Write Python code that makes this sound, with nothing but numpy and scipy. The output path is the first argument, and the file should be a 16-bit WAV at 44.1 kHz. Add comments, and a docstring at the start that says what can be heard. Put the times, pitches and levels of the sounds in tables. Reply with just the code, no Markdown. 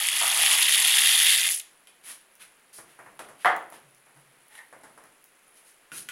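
"""Pasta into simmering soup

Dry pasta slides out of a plastic tub, close by in a kitchen: the pieces tick, rattle against the walls
and splash into the broth. Then come sharp taps, sleeve swishes and light knocks off to the side. The
empty tub lands with one hollow knock; a faint drone swells twice and something scrapes the worktop.
The gas flame hisses and the soup fizzes underneath throughout."""
import sys
import numpy as np
from scipy import signal
from scipy.fft import rfft, irfft, next_fast_len
from scipy.io import wavfile
from scipy.ndimage import uniform_filter1d, map_coordinates

SR = 44100
rng = np.random.default_rng(int(sys.argv[2]) if len(sys.argv) > 2 else 0)


def waveform_to_disk(signal):
    """Save audio, clipped to [-1, 1], as 16-bit WAV at the path in sys.argv[1]."""
    frames = np.transpose(np.atleast_2d(signal))
    scaled = np.clip(frames, -1, 1) * 32767
    samples = np.round(scaled).astype(np.int16)
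    wavfile.write(sys.argv[1], SR, samples)


N = 269803

# How hard the pasta flows. Each row: time in seconds, level in dB.
POUR_FLOW = [(0, -28.5), (.2, -26), (.45, -23.5), (.85, -22.5), (1.3, -21.5), (1.53, -27), (1.615, -37)]
# Tone of pasta hitting the tub. Each row: frequency in Hz, relative level in dB.
RATTLE_EQ = [(300, -54.5), (900, -30), (1500, -16.5), (1850, -4), (2300, -2.5), (2800, -0.5), (3400, 1.5),
             (4000, -10), (4600, -7.5), (5800, -16.5), (9000, -44), (16000, -51.5)]
# Tone of the pieces' bright ticking. Each row: frequency in Hz, relative level in dB.
TICK_EQ = [(1500, -44), (4000, -16), (5800, -12), (6700, -8.5), (8500, -10), (9500, -5), (10400, 0.5),
           (11300, -7), (12500, -13.5), (14000, -20.5), (16000, -24.5)]
# Resonances of the tub's walls during the pour. Each row: pitch in Hz, width in Hz, gain in dB.
WALL_MODES = [(2100, 160, -2.5), (3320, 200, 0), (3540, 160, -1)]
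# The thin click on top of a tap or knock. Each row: frequency in Hz, relative level in dB.
CLICK_EQ = [(100, -36.5), (600, -8.5), (1800, -1.5), (2900, 6), (4200, -5.5), (6000, -6), (8500, -3),
            (10300, 7.5), (12000, -7), (16000, -20.5)]


def amp(db):
    """Decibels to gain."""
    return 10 ** (np.asarray(db) / 20)


def unit(x):
    """Scale to rms 1."""
    return x / np.sqrt(np.mean(x ** 2) + 1e-20)


def along(points, hz):
    """Read (Hz, value) points on a log frequency axis."""
    freqs, values = np.transpose(points)
    return np.interp(np.log(hz + 1), np.log(freqs + 1), values)


def since(s):
    """Seconds gone since time s, 0 before it."""
    return np.maximum(np.arange(N) / SR - s, 0)


def decay(t, t60):
    """Envelope that falls 60 dB in t60 seconds."""
    return np.exp(-np.log(1000) * t / t60)


def during(rows):
    """Soft-edged gate, open from a table's first time to its last."""
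    t = since(0)
    return uniform_filter1d(1. * ((t >= rows[0][0]) & (t <= rows[-1][0])), size=600)


def stroke(s, length, rise, release_db_per_s):
    """Envelope that swells from time s as time to the power of rise, then dies away."""
    return np.clip(since(s) / length, 0, 1) ** rise * amp(-release_db_per_s * since(s + length))


def wobble(rate):
    """A smooth random curve, rate knots a second."""
    return map_coordinates(rng.standard_normal(int(N * rate / SR) + 4), [np.arange(N) * rate / SR])


def add(track, s, sound):
    """Mix a sound into a track at time s."""
    part = track[max(round(s * SR), 0):][:len(sound)]
    part += sound[:len(part)]


def colour(x, eq, size=4096):
    """Minimum-phase EQ of unit energy: the curve sets the tone, not the level."""
    cepstrum = irfft(np.log(amp(along(eq, np.fft.rfftfreq(size, 1 / SR)))))
    cepstrum[1:size // 2] *= 2
    cepstrum[size // 2 + 1:] = 0
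    kernel = irfft(np.exp(rfft(cepstrum)))
    return signal.fftconvolve(x, kernel / np.linalg.norm(kernel))[:len(x)]


def resonate(x, modes):
    """Ring x through (pitch Hz, width Hz, gain dB) resonances."""
    return sum(amp(db) * signal.lfilter(*signal.iirpeak(hz, hz / width, SR), x)
               for hz, width, db in modes)


def burst(t60):
    """A noisy contact of unit energy."""
    t = np.arange(SR // 10) / SR
    noise = rng.standard_normal(len(t)) * decay(t, t60)
    return noise / np.linalg.norm(noise)


def grains(rate, lo_hz, hi_hz, t60, spread_db):
    """Random contacts, rate a second, each a ping at its own pitch; rms 1."""
    t = np.arange(SR // 20) / SR
    t = t[t < t60]
    onsets = np.flatnonzero(rng.random(N) < rate / SR)
    sizes = amp(spread_db * np.clip(rng.standard_normal(N), -2, 2))[onsets, None]
    pitch = rng.uniform(lo_hz, hi_hz, N)[onsets, None]
    polarity = rng.choice([-1, 1], N)[onsets, None]
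    pings = sizes * polarity * np.sin(2 * np.pi * pitch * t) * decay(t, t60)
    positions = onsets[:, None] + np.arange(len(t))
    cloud = np.bincount(positions.ravel(), pings.ravel(), N)[:N]
    return unit(cloud / np.sqrt(rate))  # density changes the texture, not the level


def room_tail():
    """The kitchen's reverb, of unit energy; the treble dies first."""
    # Each row: frequency in Hz, time to fall 60 dB in seconds.
    reverb_times = [(150, 0.77), (400, 0.6), (1000, 0.39), (2800, 0.4), (7000, 0.33), (14000, 0.23)]
    hz, t, noise = signal.stft(rng.standard_normal(SR * 3 // 4), SR, nperseg=256)
    tail = signal.istft(noise * decay(t, along(reverb_times, hz)[:, None]), SR, nperseg=256)[1]
    return tail / np.linalg.norm(tail)


def in_room(x, wet_db):
    """Direct sound plus reverb, at the same total power."""
    reverb = amp(wet_db) * signal.fftconvolve(x, room_tail())[:N]
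    return (x + reverb) / np.hypot(1, amp(wet_db))


def far_blow(direct):
    """A contact some way off: a little direct sound, mostly room."""
    blow = room_tail()
    add(blow, 0, direct * burst(t60=0.018))
    return blow


def stove():
    """The gas flame hisses, the soup fizzes, and now and then a bubble bursts."""
    # Tones of flame, fizz and bubble. Each row: frequency in Hz, relative level in dB.
    flame_eq = [(25, -4), (80, -17), (150, -5.5), (400, 0.5), (1000, 0), (1800, 1.5), (2700, -1.5),
                (3600, -7), (6000, -13), (8500, -10), (10300, -4), (12000, -13), (16000, -19)]
    fizz_eq = [(2000, -31.5), (6000, -14), (8500, -13), (10300, 3), (12000, -12), (15500, -14)]
    pop_eq = [(2000, -36), (6000, -13.5), (8500, -12.5), (10300, 3), (12000, -12), (15500, -10.5)]
    # The loudest bubbles. Each row: start in seconds, level in dB.
    pops = [(2.354, -26.5), (3.5643, -17), (3.7019, -23), (3.9479, -30), (4.4833, -30.5), (5.0387, -27.5),
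            (5.242, -24.5)]
    flame = amp(-61.5 + 0.54 * wobble(5.8)) * unit(colour(rng.standard_normal(N), flame_eq))
    bubbles = grains(350, 6000, 14000, t60=.0012, spread_db=5.0)
    simmer = amp(-66.5) * unit(colour(bubbles, fizz_eq))
    for s, db in pops:
        add(simmer, s, amp(db) * colour(burst(t60=0.0033), pop_eq))
    return flame + in_room(simmer, wet_db=-2)


def pasta():
    """Pieces tumble in clumps, ticking, ringing the tub and landing in broth. The flow drives it all."""
    full_rate = 2600  # collisions a second at full flow
    bulk_gone_s, thinning_db_per_s = 1.451, 145  # then only stragglers: the rattle dies before the ticks
    flow_db = np.interp(since(0), *np.transpose(POUR_FLOW))
    bulk_db = flow_db - thinning_db_per_s * since(bulk_gone_s)
    thin_db = flow_db.max() - flow_db
    rate = full_rate * amp(-thin_db) ** 1.1
    clump_db = 1.15 + 0.071 * thin_db  # a thinner stream is lumpier
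    clumps = during(POUR_FLOW) * unit(amp(clump_db * wobble(90) + 1.47 * wobble(500)))
    contacts = grains(rate, 1190, 5420, t60=0.0071, spread_db=0)
    rattle = amp(bulk_db - 2) * unit(colour(contacts, RATTLE_EQ))
    wall_db = bulk_db - 12.5 + 4.5 * since(0)  # the walls ring freer as the load leaves
    walls = amp(wall_db) * unit(resonate(contacts, WALL_MODES))
    fine_contacts = grains(2 * rate, 3970, 16000, t60=0.0021, spread_db=1.5)
    ticks = amp(flow_db) * unit(colour(fine_contacts, TICK_EQ))
    in_tub = clumps * (rattle + walls + ticks) + clacks(bulk_db)
    return in_room(in_tub, wet_db=-12) + in_room(splash(bulk_db, rate), wet_db=-4.5)


def splash(bulk_db, rate):
    """Loudest as the stream plunges into the broth, softer as the growing heap cushions it."""
    # Tone of the broth. Each row: frequency in Hz, relative level in dB.
    splash_eq = [(30, -26), (80, -40), (150, -21.5), (300, -18.5), (500, -17), (750, -2), (1200, -1.5),
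                 (1800, -4.5), (4000, -32.5)]
    plunge_s, plunge_fade_s, heap_db_per_s = .206, 0.29, 4.5
    plunge_db = 8.5 * (since(plunge_s) > 0) * np.exp(-since(plunge_s) / plunge_fade_s)
    level_db = bulk_db - 17 + plunge_db - heap_db_per_s * since(0) + 1.7 * wobble(24.94)
    plops = grains(rate / 3, 203, 2000, t60=0.025, spread_db=1)
    return amp(level_db) * during(POUR_FLOW) * unit(colour(plops, splash_eq))


def clacks(bulk_db):
    """Single pieces strike the tub hard; stray hits fall at random while the pour lasts."""
    # The accents of the pour. Each row: start in seconds, level in dB.
    hard_hits = [(.0866, 3), (.169, -2), (.4344, -1), (.4624, 2.5), (.628, 4), (.7464, 2), (1.036, 2.5),
                 (1.059, 2.5), (1.0919, 5), (1.1504, 0), (1.2006, 5), (1.272, 3), (1.3334, 0.5),
                 (1.3969, -1), (1.4557, -3.5), (1.489, -3.5), (1.539, -10.5), (1.6014, -16)]
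    strays_per_s = 9
    out = np.zeros(N)
    strays = np.flatnonzero(rng.random(N) < during(POUR_FLOW) * strays_per_s / SR)
    stray_db = bulk_db + 17.5 + 2 * rng.standard_normal(N)
    for s, db in [*hard_hits, *zip(strays / SR, stray_db[strays])]:
        hit = burst(t60=0.016)
        clack = colour(hit, RATTLE_EQ) + 0.69 * colour(hit, TICK_EQ) + resonate(hit, WALL_MODES)
        add(out, s, amp(db) * clack)
    return out


def taps():
    """Sharp taps nearby; each touches twice in a quick rebound."""
    # Each row: start in seconds, body level in dB, click level in dB.
    cues = [(1.872, -32, -23), (3.193, -23, -19), (4.553, -39, -21.5), (5.918, -13.5, -28),
            (6.088, -19, -7.5)]
    # Tone of a tap's body. Each row: frequency in Hz, relative level in dB.
    body_eq = [(40, -45), (100, -26.5), (170, -3.5), (500, -17), (1000, -11), (1450, 4.5), (2000, -3.5),
               (2600, 2.5), (3300, -12.5), (6000, -19), (12000, -28)]
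    rebound_s, rebound_db = .0035, -7.5
    out = np.zeros(N)
    for s, body_db, click_db in cues:
        for delay, touch_db in [(0, 0), (rebound_s, rebound_db)]:
            hit = amp(touch_db) * burst(t60=0.0059)
            tap = amp(body_db) * colour(hit, body_eq) + amp(click_db) * colour(hit, CLICK_EQ)
            add(out, s + delay, tap)
    return in_room(out, wet_db=3)


def sleeve():
    """Sleeve and hand brush past: thousands of tiny slips blur into each swish."""
    # Each row: start in seconds, swell time in seconds, power of the swell curve, hiss level in dB,
    # body in dB relative to the hiss.
    swishes = [(2.032, 0.078, 0.72, -40.5, -5.5), (2.394, 0.027, 0.71, -47.5, -1),
               (2.729, 0.053, 0.25, -45.5, -12), (2.88, .03, .5, -61, 0), (3.385, 0.035, .7, -53.5, 0),
               (3.706, 0.044, 1, -54, -0.5), (4.501, 0.089, 0.35, -55.5, -2), (5.547, 0.032, 1, -55.5, -7),
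               (5.646, .05, .4, -55.5, -10.5), (5.917, 0.069, 0.56, -38, -10.5)]
    # Tones of the cloth's hiss and body. Each row: frequency in Hz, relative level in dB.
    hiss_eq = [(1000, -49.5), (3000, -20), (4500, -10.5), (6000, -9), (8300, -8.5), (10300, 2.5),
               (12000, -9.5), (15800, -22)]
    body_eq = [(40, -40), (90, -24), (170, -6), (400, -9.5), (800, -7), (1500, 2.5), (2000, 2.5), (3000, 3),
               (4200, -6), (8000, -38)]
    slips = grains(9000, 99.8, 16000, t60=0.00041, spread_db=1.5)
    hiss, body = unit(colour(slips, hiss_eq)), unit(colour(slips, body_eq))
    cloth = sum(amp(db) * stroke(s, length, rise, release_db_per_s=280.5) * (hiss + amp(body_db) * body)
                for s, length, rise, db, body_db in swishes)
    return in_room(cloth, wet_db=-7.5)


def knocks():
    """Things handled off to the side knock on wood, each with a thin click and a low thud."""
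    # Each row: start in seconds, wood level in dB, then click and thud in dB relative to the wood.
    cues = [(2.785, -19, -8, -11), (2.99, -17, -12.5, -20), (3.062, -19.5, -14, -12),
            (3.192, -11, -5, -20.5), (3.287, -19, -4, -19), (3.723, -17.5, -6, -17), (4.066, -29, -14, -21),
            (4.163, -30, -4, -15), (4.727, -18, -11, -15), (4.835, -18.5, -5, -12), (4.976, -21, -5.5, -20),
            (5.037, -26, -12, -15), (5.918, -28.5, 4, 5.5)]
    # Tones of the wood and the thud. Each row: frequency in Hz, relative level in dB.
    wood_eq = [(80, -24), (200, -12), (380, -4), (650, 1.5), (1000, 1), (1400, 0.5), (2200, -3),
               (3000, -12.5), (6000, -45)]
    thud_eq = [(40, -23.5), (90, -15), (140, 0), (250, -7.5), (340, -0.5), (600, -8.5), (2000, -29.5)]
    out = np.zeros(N)
    for s, db, click_db, thud_db in cues:
        blow = far_blow(direct=0.35)
        click = amp(click_db) * colour(blow, CLICK_EQ)
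        thud = amp(thud_db) * colour(blow, thud_eq)
        add(out, s, amp(db) * (colour(blow, wood_eq) + click + thud))
    return out


def empty_tub():
    """The tub is put down: a hollow clap from each contact, and its walls ring on."""
    # It lands on one edge, then flat. Each row: start in seconds, level in dB.
    landings = [(3.447, 9.5), (3.457, 11)]
    # Tone of the hollow clap. Each row: frequency in Hz, relative level in dB.
    clap_eq = [(40, -53), (90, -44), (160, -30), (300, -22), (550, -11), (750, -3), (1100, -1.5),
               (1400, -2.5), (2050, -4.5), (2350, -16.5), (3400, -20), (3700, -27), (6000, -37.5),
               (14000, -47.5)]
    # The empty tub's ring. Each row: pitch in Hz, relative level in dB, time to fall 60 dB in seconds.
    modes = [(328, -24, .6), (511, -16, .24), (727, 2, .31), (765, -1, .3), (889, -3, .22), (942, -10, .26),
             (1084, -11, .33), (1156, -8, .28), (1242, -7, .26), (1413, -7, .27), (1701, -12, .27),
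             (1965, -10, .26), (2065, -12, .28), (3222, -21, .27)]
    out, t = np.zeros(N), np.arange(SR) / SR
    for s, db in landings:
        blow = far_blow(direct=0.62)
        add(out, s, amp(db) * (colour(blow, clap_eq) + amp(-26) * colour(blow, CLICK_EQ)))
    ring = sum(amp(db + rng.normal(0, 1)) * np.sin(2 * np.pi * (hz * t + rng.random())) * decay(t, t60)
               for hz, db, t60 in modes)
    bloom = 1 - np.exp(-t / 0.024)
    add(out, landings[0][0], amp(-17.5) * ring * bloom)
    return out


def drone():
    """A faint, wavering band of noise near 135 Hz swells twice and fades."""
    # Each row: start in seconds, level in dB.
    swells = [(3.815, -65.5), (4.15, -66.5)]
    # Tone of the drone. Each row: frequency in Hz, relative level in dB.
    drone_eq = [(90, -37), (122, -8.5), (135, 2), (150, -6), (165, -5), (210, -42), (600, -83)]
    band = unit(colour(rng.standard_normal(N), drone_eq))
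    return band * sum(amp(db) * stroke(s, length=.03, rise=0.94, release_db_per_s=60) for s, db in swells)


def scrape():
    """Something is pushed briefly along the worktop, catching and ringing as it slides."""
    # Tone of the worktop. Each row: frequency in Hz, relative level in dB.
    worktop_eq = [(180, -54), (300, -11), (341, -20), (769, -8), (876, -7.5), (1630, -10), (1900, 0),
                  (3120, -31), (5000, -36), (6500, -55), (11000, -120)]
    # Resonances of the pushed object. Each row: pitch in Hz, width in Hz, gain in dB.
    modes = [(870, 140, 0), (1900, 300, 3)]
    push = amp(-48.5) * stroke(s=4.495, length=0.1, rise=.9, release_db_per_s=260)
    catches = colour(grains(1500, 390, 3800, t60=0.0065, spread_db=3), worktop_eq)
    return in_room(push * unit(0.7 * catches + resonate(catches, modes)), wet_db=-5)


def scene():
    """The pour and the handling over the bed of the stove, in mono."""
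    return (pasta() + empty_tub() + knocks() + taps() + sleeve() + scrape() + stove() + drone())[None]


def record(dry):
    """A brick-wall low-pass trims the very top of the treble."""
    top_hz = 15950
    size = next_fast_len(N + SR // 2)
    passband = np.fft.rfftfreq(size, 1 / SR) < top_hz
    return irfft(rfft(dry, size) * passband, size)[..., :N]


dry = scene()
out = record(dry)
waveform_to_disk(out)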